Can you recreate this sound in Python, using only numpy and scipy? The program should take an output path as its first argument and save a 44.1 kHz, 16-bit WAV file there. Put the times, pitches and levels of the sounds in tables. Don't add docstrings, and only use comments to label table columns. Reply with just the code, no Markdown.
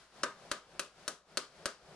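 import sys
import numpy as np
from scipy import signal
from scipy.fft import rfft, irfft
from scipy.io import wavfile

SR = 44100
rng = np.random.default_rng(int(sys.argv[2]) if len(sys.argv) > 2 else 0)


def put_to_file(sound):
    columns = np.atleast_2d(sound).T
    safe = np.clip(columns, -1, 1)
    whole_steps = np.round(safe * 32767)
    wavfile.write(sys.argv[1], SR, whole_steps.astype(np.int16))


N = 85995
SIZE = 92160
FREQ = np.arange(SIZE // 2 + 1) * SR / SIZE
TIME = np.arange(N) / SR

# frequency in Hz, relative level in dB.
CLICK_TONE = [(60, -35), (200, -21.5), (520, -6.5), (800, -17.5), (1400, -9.5), (2150, -9.5), (3100, -6),
              (4500, -6), (7000, -7), (10000, -7.5), (11500, -16.5), (13000, -28), (14300, -41),
              (15800, -49)]


def knocks():
    # start in seconds, click, ring and thump levels in dB, brightness in dB per octave,
    # pitch ratio of the ring, then pitch in Hz and level in dB of the crack (a high ring set by the spot hit).
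    blows = [(0.2351, -7, 5.5, -35, 0.3, 0.982, 5100, -12), (0.515, -3.5, 0.5, -8, -0.65, 1.01, 3050, -12),
             (0.7948, -2.5, -4.5, -24, 0.45, 1.015, 2555, -5),
             (1.07915, -3, -3.5, -16.5, 1.3, 1.01, 5650, -9), (1.3723, 1, -4, -21, -1.2, 0.963, 4190, -1.5),
             (1.657, -3, -1.5, -8, -0.3, 1, 4640, -5.5)]
    # base pitch in Hz, level in dB, seconds to fade by 60 dB.
    blade_notes = [(432, -29, 0.046), (573, 3, 0.016), (1004, -4, 0.018), (1225, 1, 0.015),
                   (1457, -3.5, 0.022), (1592, -5, 0.033), (2800, -23.5, 0.012), (3740, -17.5, 0.0092)]
    crack_fade_s, thump_hz, thump_fade_s, ring_top_hz = 0.01, 139, 0.0053, 9900
    click = curve(CLICK_TONE)
    octaves = np.log2(np.maximum(FREQ, 1000) / 4000)
    spreads_db = 1.2 * rng.standard_normal((len(blows), len(blade_notes)))
    spectra = []
    for blow, spread_db in zip(blows, spreads_db):
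        start, click_db, ring_db, thump_db, tilt_db, pitch, crack_hz, crack_db = blow
        notes = [(hz, db + ring_db + extra, t60) for (hz, db, t60), extra in zip(blade_notes, spread_db)]
        ring = ringing(notes, pitch)
        ring += ringing([(crack_hz, crack_db, crack_fade_s), (thump_hz, thump_db, thump_fade_s)])
        ring /= 1 + (FREQ / ring_top_hz) ** 16
        contact = sharp_filter(click + click_db + tilt_db * octaves)
        spectra.append((contact + ring) * delay(start))
    return spectra


def room_echoes(count):
    # delay in ms, left and right levels in dB,
    # extra delay on the right in ms.
    paths = [(0, 1, 0.5, 0.0033), (.68, 0.5, 1, 0.025), (3.68, -.5, -1.5, 0.0087), (4.15, -6, -8.5, 0.015),
             (8.8, -8.5, -17, 0.03)]
    # pitch in Hz, level in dB, seconds to fade by 60 dB.
    room_notes = [(292.3, -3.5, 0.66), (400.7, 11.5, 0.22), (501, 1.5, 0.72), (620, -7, 0.66),
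                  (1128, -7, 0.5), (1255, 8.5, 0.2), (1407, 3, 0.45), (1523, 11.5, 0.057)]
    # frequency in Hz, level in dB, seconds to fade by 60 dB,
    # how alike left and right are from 0 to 1.
    wash_bands = [(81.4, -16.5, 0.39, 1), (250, 8, 0.2, 1), (500, -2.5, 0.23, 0.92), (830, -3.5, 0.3, 0.97),
                  (1210, 2, 0.26, 0.78), (2200, -1, 0.29, 0.54), (5100, -2.5, 0.29, 0.3),
                  (9000, -4.5, 0.24, 0.1), (13100, -11, 0.23, 0.15)]
    build_s, tail_samples = 0.0046, 16384
    scatter_db, scatter_above_hz = 1, 1050
    early = sum(np.array([undb(left_db) * delay(ms / 1000), undb(right_db) * delay((ms + lag) / 1000)])
                for ms, left_db, right_db, lag in paths)
    steady = early + ringing(room_notes) * delay(build_s)
    alike = curve(wash_bands, column=3)
    treble = FREQ ** 2 / (FREQ ** 2 + scatter_above_hz ** 2)
    scatter = irfft(noise_pair(alike) * treble) * undb(scatter_db)
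    wash = noise_pair(alike) * undb(curve(wash_bands))
    bands = []
    for hz, _, t60, _ in wash_bands:
        this_band = curve([(row[0], row[0] == hz) for row in wash_bands])
        bands.append((irfft(wash * this_band), fade(tail_samples, t60, build_s)))
    answers = []
    for start in rng.integers(0, SIZE - tail_samples, count):
        part = slice(start, start + tail_samples)
        near = scatter[:, part] * fade(tail_samples, t60=0.043, build_s=0.002)
        tail = sum(band[:, part] * envelope for band, envelope in bands)
        answers.append(steady + rfft(near, SIZE) + rfft(tail, SIZE) * delay(build_s))
    return answers


def grazes():
    # start in seconds, peak level in dB.
    brushes = [(0.2321, -30.5), (0.511, -53)]
    pitch_hz, width_hz, rise_s, fall_s = 4950, 600, 0.0004, 0.0036
    zip_noise = noise(hump_db(pitch_hz, width_hz) / 2 + curve(CLICK_TONE))
    return zip_noise * sum(undb(db) * swell(start + rise_s, rise_s, fall_s) for start, db in brushes)


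def swings():
    # fastest moment in seconds, swish level in dB, hiss level in dB, swish rise in seconds.
    strokes = [(-.02, -70.5, -58.5, 0.05), (0.191, -55.5, -58, 0.034), (0.472, -56.5, -58, .075),
               (0.757, -58, -61, 0.06), (1.032, -59, -59, 0.051), (1.332, -60, -62, 0.034),
               (1.612, -58, -59, 0.058), (1.945, -56, -59.5, 0.082)]
    # frequency in Hz, relative level in dB.
    swish_tone = [(50, -16), (110, -8.5), (160, 2.5), (280, -11.5), (400, -1), (480, -4), (650, -1),
                  (900, -7), (1400, -16.5), (2500, -18), (8000, -66)]
    hiss_tone = [(200, -3.5), (700, -5), (1400, 3.5), (2100, -2.5), (3200, -2), (4800, -1.5), (7000, -7.5),
                 (10000, -11), (13000, -32), (16000, -46)]
    swish = sum(undb(db) * swell(peak, rise, fall_s=0.079) for peak, db, _, rise in strokes)
    hiss = sum(undb(db) * swell(peak, 1.3 * rise, fall_s=0.077) for peak, _, db, rise in strokes)
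    return swish * noise(curve(swish_tone)) + hiss * noise(curve(hiss_tone))


def background():
    # frequency in Hz, relative level in dB.
    air_tone = [(25, -14), (60, -12), (100, -10), (160, 2), (250, -2.5), (600, 0.5), (1300, 2), (2300, -15),
                (4800, -10), (9500, -23), (12000, -38), (15000, -61)]
    air_db, rumble_db = -70.5, -79.5
    rumble = noise(hump_db(hz=54, width_hz=9.9))
    return undb(air_db) * noise(curve(air_tone)) + undb(rumble_db) * rumble


def undb(db):
    return 10 ** (np.asarray(db) / 20)


def curve(rows, column=1):
    points = np.array(rows, float)
    return np.interp(np.log(FREQ + 1), np.log(points[:, 0]), points[:, column])


def hump_db(hz, width_hz):
    return -20 * np.log10(1 + ((FREQ - hz) / width_hz) ** 2)


def sharp_filter(db):
    cepstrum = irfft(np.log(undb(db)))
    cepstrum[1:SIZE // 2] *= 2
    cepstrum[SIZE // 2 + 1:] = 0
    return np.exp(rfft(cepstrum))


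def delay(seconds):
    return np.exp(-2j * np.pi * FREQ * seconds)


def ringing(notes, pitch=1):
    s = 2j * np.pi * FREQ
    total = 0
    for hz, db, t60 in notes:
        width = 2 * np.log(1000) / t60
        total = total + undb(db) * width * s / (s * s + width * s + (2 * np.pi * hz * pitch) ** 2)
    return total


def noise_pair(alike):
    mid, side = rfft(rng.standard_normal((2, SIZE)))
    alike = np.clip(alike, 0, 1)
    return (mid * np.sqrt(1 + alike) + side * np.sqrt(1 - alike) * np.array([[1], [-1]])) / np.sqrt(2)


def noise(tone_db, alike_below_hz=2310):
    alike = 1 / (1 + (FREQ / alike_below_hz) ** 2)
    sound = irfft(noise_pair(alike) * undb(tone_db))[:, :N]
    return sound / sound.std()


def fade(samples, t60, build_s):
    t = TIME[:samples]
    shape = (1 - np.exp(-t / build_s)) * np.exp(-np.log(1000) * t / t60)
    return shape / np.sqrt(np.sum(shape ** 2))


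def swell(peak_s, rise_s, fall_s):
    return np.exp(-.5 * ((TIME - peak_s) / np.where(TIME < peak_s, rise_s, fall_s)) ** 2)


def scene():
    # frequency in Hz, level change in dB.
    right_shade = [(100, -5), (500, -1.5), (1300, -1.2), (3000, -3), (5500, -4.5), (8500, -9.5),
                   (10300, -7), (11800, 1.5), (15000, -30)]
    blows = knocks()
    in_room = sum(blow * echoes for blow, echoes in zip(blows, room_echoes(len(blows))))
    left, right = in_room + rfft(grazes() + swings() + background(), SIZE)
    right = right * sharp_filter(curve(right_shade))
    return irfft(np.array([left, right]))[:, :N]


def record(dry):
    lag_hz, lag_width_hz, top_hz = 7500, 7000, 15800
    lag = lag_hz ** 2 - FREQ ** 2 + 1j * FREQ * lag_width_hz
    heard = irfft(rfft(dry, SIZE) * np.conj(lag) / lag)[:, :N]
    return signal.sosfilt(signal.ellip(8, .2, 70, top_hz, fs=SR, output="sos"), heard)


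dry = scene()
out = record(dry)
put_to_file(out)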